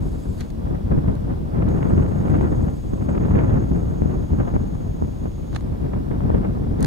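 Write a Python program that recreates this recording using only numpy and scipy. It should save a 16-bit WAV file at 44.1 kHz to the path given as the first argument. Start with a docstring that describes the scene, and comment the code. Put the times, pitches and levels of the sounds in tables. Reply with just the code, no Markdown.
"""Desert wind on a camera microphone.

Gusty flow past the two ports of a hand-held camera is heard as turbulent pressure: large eddies
rumble, smaller ones ride on them and tear, and single vortices thump one port. Far underneath,
over a steady hiss, the zoom motor whines twice and fingers click on the resonant camera body."""
import sys
import numpy as np
from scipy import signal
from scipy.fft import rfft, irfft
from scipy.io import wavfile
from scipy.ndimage import uniform_filter1d

SR = 44100
rng = np.random.default_rng(int(sys.argv[2]) if len(sys.argv) > 2 else 0)


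def materialize(psi):
    """Save the field psi as 16-bit PCM at rate SR to the path in sys.argv[1].

    A 1-D psi becomes a single channel; in a 2-D psi each row is a channel.
    """
    bounded = np.clip(np.atleast_2d(psi).T, -1, 1)
    quanta = np.round(bounded * 32767).astype(np.int16)
    wavfile.write(sys.argv[1], SR, quanta)


N = 302526
TIME = np.arange(N) / SR
FREQ = np.fft.rfftfreq(N, 1 / SR)


def gain_of(db):
    """Amplitude ratio of a level: a factor of ten per 20 dB."""
    return 10 ** (np.asarray(db) / 20)


def unit_rms(x):
    """Normalisation to unit mean power."""
    return x / np.sqrt(np.mean(x ** 2) + 1e-20)


def curve(points):
    """Interpolation of (f/Hz, value) points over logarithmic frequency."""
    hz, value = np.transpose(points)
    return np.interp(np.log(FREQ + 1), np.log(hz + 1), value)


def white():
    """White noise spectrum: equal mean power at all frequencies, random phase."""
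    return rng.standard_normal(len(FREQ)) + 1j * rng.standard_normal(len(FREQ))


def noise_pair(coherence):
    """Partial coherence: the right noise spectrum shares a part of the left."""
    shared, left = np.clip(coherence, 0, 1), white()
    return np.array([left, shared * left + np.sqrt(1 - shared ** 2) * white()])


def below(hz, order=4):
    """Butterworth low-pass magnitude."""
    return 1 / np.sqrt(1 + (FREQ / hz) ** (2 * order))


def above(hz, order=4):
    """The power-complementary high-pass magnitude."""
    return np.sqrt(1 - below(hz, order) ** 2)


def resonance(hz, centre_hz, width_hz):
    """Lorentzian peak of a damped mode."""
    return 1 / (1 + (2 * (hz - centre_hz) / width_hz) ** 2)


def flutter(slow_hz, fast_hz):
    """Random modulation: band-limited, roughly pink noise of rms 1."""
    return unit_rms(irfft(white() * above(slow_hz) * below(fast_hz) / np.sqrt(FREQ + slow_hz), N))


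def bump(at, half_s):
    """Gaussian pulse of height 1."""
    return np.exp(-np.minimum(((TIME - at) / half_s) ** 2, 50))


def envelope(x, seconds):
    """Running rms: power averaged over the ports and a sliding window."""
    size = max(int(seconds * SR), 2)
    power = uniform_filter1d(uniform_filter1d((x ** 2).mean(0), size), size)
    return np.sqrt(abs(power) + 1e-12)


def hiss():
    """Noise floor: stationary broadband noise and faint wavering tones of the electronics."""
    # noise spectrum: f/Hz, relative density/dB
    density = [(300, 0.4), (1500, -3), (2800, -5), (3500, -5), (4300, -8), (5100, -9), (7000, -13.5),
               (10000, -15), (15500, -17)]
    # likeness of the channels: f/Hz, coherence
    coherence = [(1000, 0.26), (5000, 0.13), (15000, 0.6)]
    # electronic tones: f/Hz, level/dB
    lines = [(3375, -76), (4890, -79), (5238, -81)]
    spectrum = noise_pair(curve(coherence)) * gain_of(curve(density))
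    treble = irfft(spectrum * above(4320) * below(17600), N)
    out = irfft(spectrum, N) * gain_of(-62.5) / np.std(treble)
    for hz, db in lines:
        amplitude = gain_of(db + 3.2 * flutter(2, 13))
        out += amplitude * np.sin(2 * np.pi * np.cumsum(hz + 4 * flutter(5.5, 30)) / SR)
    return out


def squeaks(pitch_hz, steps_per_s=15, half_s=.016):
    """Gear squeaks: one Gaussian tone burst per zoom step, of random strength and pitch."""
    step, part = np.divmod(TIME * steps_per_s, 1)
    strength, detune = rng.standard_normal((int(step[-1]) + 1, 2))[step.astype(int)].T
    hz = pitch_hz + 130 * detune + 60 * flutter(30, 300)
    burst = np.exp(-((part - .5) / steps_per_s / half_s) ** 2)
    return gain_of(4 * np.minimum(strength, 1.5)) * burst * np.sin(2 * np.pi * np.cumsum(hz) / SR)


def zoom_motor(whine_hz=6638):
    """Forced vibration: the motor whines, and its gears squeak and excite the lens barrel's modes."""
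    # motor runs: start t/s, end t/s, whine level/dB, squeak f/Hz, squeak re rasp/dB, squeaks end t/s
    runs = [(0, 0.51, -67.5, 7660, -1, .33), (1.683, 5.612, -66, 7900, 2, 4.15)]
    # rasp of the gears: t/s, level/dB
    gear_levels = [(0, -62.5), (.25, -61.5), (.42, -60.5), (.52, -75), (1.68, -68), (2.6, -66.5),
                   (3.2, -70.5), (4, -71), (5.6, -74)]
    # barrel resonances: f/Hz, bandwidth/Hz, relative level/dB
    modes = [(3800, 710, -5), (4820, 940, 0), (7720, 680, 1), (9900, 970, -1.5), (11550, 590, -2.5)]
    start, end, whine_db, squeak_hz, squeak_db, squeaks_end = np.transpose(runs)[:, :, None]
    running = np.clip((TIME - start) / .0068, 0, 1) * np.clip((end - TIME) / .003, 0, 1)
    cycles = np.cumsum(whine_hz + 16 * flutter(3.2, 63)) / SR
    whine_rms = gain_of(3.15 * flutter(6.1, 140)) * (running * gain_of(whine_db)).sum(0)
    whine = whine_rms * np.sqrt(2) * np.sin(2 * np.pi * cycles)
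    barrel = sum(gain_of(db) * resonance(FREQ, hz, width) for hz, width, db in modes)
    rasp = unit_rms(irfft(noise_pair(.77) * barrel, N) * gain_of(2 * flutter(7.4, 40)))
    squeak_gain = (running * (TIME < squeaks_end) * gain_of(squeak_db)).sum(0)
    gears = rasp * running.sum(0) + squeak_gain * squeaks((running * squeak_hz).sum(0))
    gears *= gain_of(np.interp(TIME, *np.transpose(gear_levels)))
    return whine * gain_of([[2.2], [-2.5]]) + gears * gain_of([[-2.4], [1.8]])  # whine left, gears right


def finger_clicks(ping_hz=9440, slide_s=.02):
    """Friction and impact excite the damped plastic shell: a swelling scrape, a snap, a duller rub."""
    # response of the shell: f/Hz, relative density/dB
    shell = [(400, -26), (700, -1), (950, 4.5), (1400, 4), (1900, 3), (2650, -7), (3450, -2.5), (4300, 1),
             (5300, -12), (6500, -5.5), (7600, -16), (9600, -16), (11500, -22), (15000, -36)]
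    # clicks: t/s, relative level/dB, tilt/(dB/octave), decay/ms, gains/dB of scrape, rub and ping
    touches = [(.4072, -30.5, 6, 3.1, -10, -2.5, -30), (.5024, -38.5, 5, 3.2, -30, -30, -12),
               (1.1529, -42, 7, 2.4, -30, -30, -20), (1.6872, -39, 3, 2, -30, -30, -14),
               (5.5618, -15.5, -3.5, 2.5, -17.5, -27, -19), (5.6085, -37, 0, 2, -30, -30, -20),
               (6.8065, -32, 11, 1.7, -22, -22, -20), (6.8275, -20.5, 6, 2.1, -17, -22, 6),
               (6.8458, -17, 0, 2.4, -20, -19, -12)]
    out = np.zeros((2, N))
    t = np.arange(-2048, 4096) / SR  # impact at t = 0
    hz = np.fft.rfftfreq(len(t), 1 / SR)
    shell_db = np.interp(hz, FREQ, curve(shell))
    octaves = np.log2(np.maximum(hz, 900) / 3000)
    ping = resonance(hz, ping_hz, width_hz=1100)  # a small part in the shell
    for at, db, tilt_db, decay_ms, scrape_db, rub_db, ping_db in touches:
        noise = rng.standard_normal((2, 2, len(t))) + .6 * rng.standard_normal((2, 1, len(t)))
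        blow, friction = rfft(noise)
        snap = unit_rms(irfft(blow * (gain_of(shell_db + tilt_db * octaves) + gain_of(ping_db) * ping)))
        snap *= np.exp(-abs(t) * 1000 / decay_ms)
        grain_db = 4.5 * unit_rms(uniform_filter1d(rng.standard_normal(len(t)), size=50))
        slide = np.exp(-abs(t) / slide_s) * unit_rms(gain_of(grain_db))
        scrape = gain_of(scrape_db) * slide * unit_rms(irfft(friction * gain_of(shell_db - octaves)))
        rub = gain_of(rub_db) * slide * unit_rms(irfft(friction * gain_of(shell_db - 2 * octaves)))
        span = out[:, max(round((at + t[0]) * SR), 0):][:, :len(t)]
        span += gain_of(db - 6) * np.where(t < 0, scrape, snap + rub)[:, :span.shape[1]]
    return out


def vortices():
    """A vortex is a pressure pulse at one port; the far channel has its bass in phase, the rest inverted."""
    # strongest vortices: t/s, relative pressure, half-width/ms, port (0 left, 1 right)
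    pulses = [(0.9183, 0.56, 0.48, 0), (0.9792, 0.29, 0.43, 0), (2.01, 1.04, 1, 0), (2.528, 0.69, 0.43, 0),
              (3.179, 0.36, 0.72, 0), (3.37, 0.74, 0.58, 1), (4.021, 0.97, 0.43, 0), (4.059, 1.18, 0.82, 0),
              (4.334, 0.74, 0.55, 0), (4.565, 0.82, 0.32, 0), (5.024, 0.66, 0.38, 1), (5.257, 0.54, 0.5, 1),
              (6.303, 1.1, 0.38, 0), (6.349, 1.4, 1, 0)]
    ports = np.zeros((2, N))
    for (at, pressure, half_ms, port), sign in zip(pulses, rng.choice([-1, 1], len(pulses))):
        offset = (TIME - at) * 1000 / half_ms
        ports[int(port)] += sign * pressure / (1 + offset ** 2 / 2) ** 2
    near = rfft(ports) * above(37, order=2)
    crossfeed = .56 * below(126) - .68 * above(174, order=2)
    return irfft(near + crossfeed * near[::-1], N)


def flaps(weak_per_s=4, weak_db=5, weak_half_ms=2.5):
    """Flow separation at a port's edge briefly lifts the fine eddies; returns the lift in dB."""
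    # hard flaps: t/s, lift/dB, half-width/ms
    hard = [(.753, 9, 6.6), (.921, 7, 4.6), (.974, 8.5, 2.4), (1.304, 8, 8), (1.625, 8, 5.4),
            (1.830, 9.5, 5.1), (2.027, 10.5, 4.9), (2.282, 7.5, 3.5), (2.346, 7.5, 5.9), (2.382, 5, 2),
            (2.411, 11.5, 1.9), (2.685, 10, 4.6), (3.092, 9.5, 4.8), (3.181, 13.5, 2.6), (3.286, 4, 3.8),
            (3.360, 7, 4), (3.392, 8.5, 16), (4.490, 8, 23), (4.564, 2, 3), (5.259, 11, 2),
            (5.939, 12, 6.6), (6.115, 6, 2.6), (6.207, 11, 2.4), (6.345, 8.5, 3.7), (6.450, 8, 12)]
    draws = rng.random((80, 3))
    chance = weak_per_s * N / SR / len(draws)
    weak = [(when * N / SR, weak_db * size, weak_half_ms) for when, size, draw in draws if draw < chance]
    lift_db = np.zeros(N)
    for at, db, half_ms in list(hard) + weak:
        lift_db = np.maximum(lift_db, db * bump(at, half_ms / 1000))
    return lift_db


def eddies(band):
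    """Turbulent pressure of one range of eddy sizes, partly coherent at the ports, at steady strength."""
    # pressure spectrum: f/Hz, relative density/dB
    turbulence = [(10, -44), (25, -7.5), (48, 1.5), (75, 3.5), (125, -3.5), (200, -6.5), (310, -11.5),
                  (500, -19), (1000, -30.5), (2000, -45), (3400, -60.5), (4600, -69), (16000, -100)]
    # likeness of the ports: f/Hz, coherence
    coherence = [(12, .4), (25, .72), (42, .9), (65, .89), (90, .72), (150, .28), (230, .47), (430, .68),
                 (1000, .66), (2200, .7), (3200, .55), (6000, .3)]
    # phase between the ports, negative where the right leads: f/Hz, phase/rad
    phase = [(25, 0), (70, .15), (95, -.05), (130, -.5), (200, -1.65), (300, -2.3), (480, -2.7),
             (700, -2.7), (1500, -2.35), (2300, -2.05), (3400, -1.2)]
    # left port relative to right: f/Hz, level/dB
    balance = [(25, .7), (50, 1.3), (80, 3.4), (160, 2.5), (320, .4), (1000, -.4), (2500, -.8)]
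    lean = gain_of(curve(balance) / 2)
    ports = np.array([lean, np.exp(-1j * curve(phase)) / lean])
    pressure = irfft(noise_pair(curve(coherence)) * ports * gain_of(curve(turbulence)) * band, N)
    return pressure / envelope(pressure, .044)


def ride(small, large, coupling, burst_db):
    """Intermittency: small eddies come in bursts, strongest on the crests of the large ones."""
    crest = envelope(large, .0036) / envelope(large, .046)
    bursts = crest ** coupling * gain_of(burst_db)
    return small * bursts / envelope(bursts[None], .3)


def wind():
    """Turbulent cascade from rumble to fizz: the faster the flow, the greater the share of fine eddies."""
    # strength of the flow: t/s, level re an average gust/dB
    gusts = [(0.0, -2.5), (0.18, -6), (0.56, -8.5), (0.72, 0.5), (0.83, -7.0), (0.92, 0), (1.23, -3),
             (1.48, -6), (1.56, 3.5), (1.96, 5.5), (2.08, 1.5), (2.36, 6), (2.71, -5), (2.81, -8.5),
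             (3.09, 1.5), (3.43, 7), (3.66, -0.5), (3.99, -1.5), (4.11, 3), (4.29, -6), (4.39, 0),
             (4.66, -3), (5.34, -9), (5.96, -0.5), (6.07, -3.5), (6.32, 3), (6.68, -2), (6.86, 0.5)]
    # puffs that hit the camera: t/s, half-width/s, large-eddy lift/dB, small-eddy lift/dB
    puffs = [(0.066, 0.0085, 9, 2), (0.923, 0.027, 10.5, 7), (0.982, 0.013, 15, 6), (1.086, 0.029, 6, 9),
             (1.317, 0.026, 6.5, 7.5), (1.83, 0.013, -2, 0.5), (2.004, 0.037, 6.5, 1),
             (2.359, 0.012, -6, 3.5), (2.449, 0.04, 1, 5), (2.529, 0.0086, 8, 8.5),
             (2.646, 0.059, 7.5, 7.5), (2.937, 0.0087, 13, 5.5), (3.151, 0.01, -2, 8),
             (3.367, 0.03, 3, 0.5), (3.563, 0.071, 4, 4), (3.768, 0.044, 9, 4), (4.025, 0.01, 12.5, -3),
             (4.327, 0.021, 12.5, 8.5), (4.407, 0.016, 5.5, 12), (4.553, 0.024, 2, 9.5),
             (5.039, 0.018, 8, 7), (5.242, 0.027, 6.5, 9), (6.114, 0.008, 9.5, 7.0), (6.352, 0.015, 9, 6.5),
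             (6.816, 0.039, 10, 6)]
    flow_db = np.interp(TIME, *np.transpose(gusts))
    large_db, small_db = 2.7 * flutter(2.96, 10.8), 1.5 * flutter(3.8, 29)
    for at, half_s, large_lift, small_lift in puffs:
        puff = bump(at, half_s)
        large_db += large_lift * puff
        small_db += small_lift * puff
    flap_db = flaps()
    surge, crackle = flutter(10.2, 81), flutter(79, 390)
    deep, rumble = eddies(below(42.4)), eddies(above(46.7) * below(92.7))
    buffet = ride(eddies(above(108.6) * below(462)), rumble, coupling=.18, burst_db=1.16 * surge)
    tear = ride(eddies(above(442) * below(1250)), buffet, .059, burst_db=.92 * surge + 2 * crackle)
    rasp = ride(eddies(above(1270) * below(2060)), tear, .2, burst_db=surge + 1.6 * crackle)
    fizz = ride(eddies(above(2240) * below(3500)), rasp, .3, burst_db=2.6 * surge + 2.8 * crackle)
    # each band: its level in an average gust, its growth with the flow, its share of the lifts
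    return (deep * gain_of(-32.5 + .23 * flow_db + .5 * large_db + .66 * flutter(1.6, 9))
            + rumble * gain_of(-27 + .56 * flow_db + .78 * large_db)
            + buffet * gain_of(-23 + .9 * flow_db + .45 * large_db + .5 * small_db)
            + tear * gain_of(-35 + .93 * flow_db + .76 * small_db + .7 * flap_db)
            + rasp * gain_of(-50 + 1.35 * flow_db + small_db + 1.05 * flap_db)
            + fizz * gain_of(-62.8 + 1.7 * flow_db + 1.13 * small_db + 1.35 * flap_db))


def scene():
    """Superposition of the wind at the ports and the camera's own small noises."""
    return wind() + vortices() + hiss() + zoom_motor() + finger_clicks()


def record(dry):
    """Soft saturation rounds the loudest peaks; a brief fade-in and a low-pass band limit follow."""
    saturated = dry / (1 + dry ** 8) ** (1 / 8)
    fade_in = np.minimum(TIME / .003, 1)
    low_pass = signal.firwin(611, cutoff=15850, window=("kaiser", 9), fs=SR)
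    return signal.oaconvolve(fade_in * saturated, low_pass[None], "same")


dry = scene()
out = record(dry)
materialize(out)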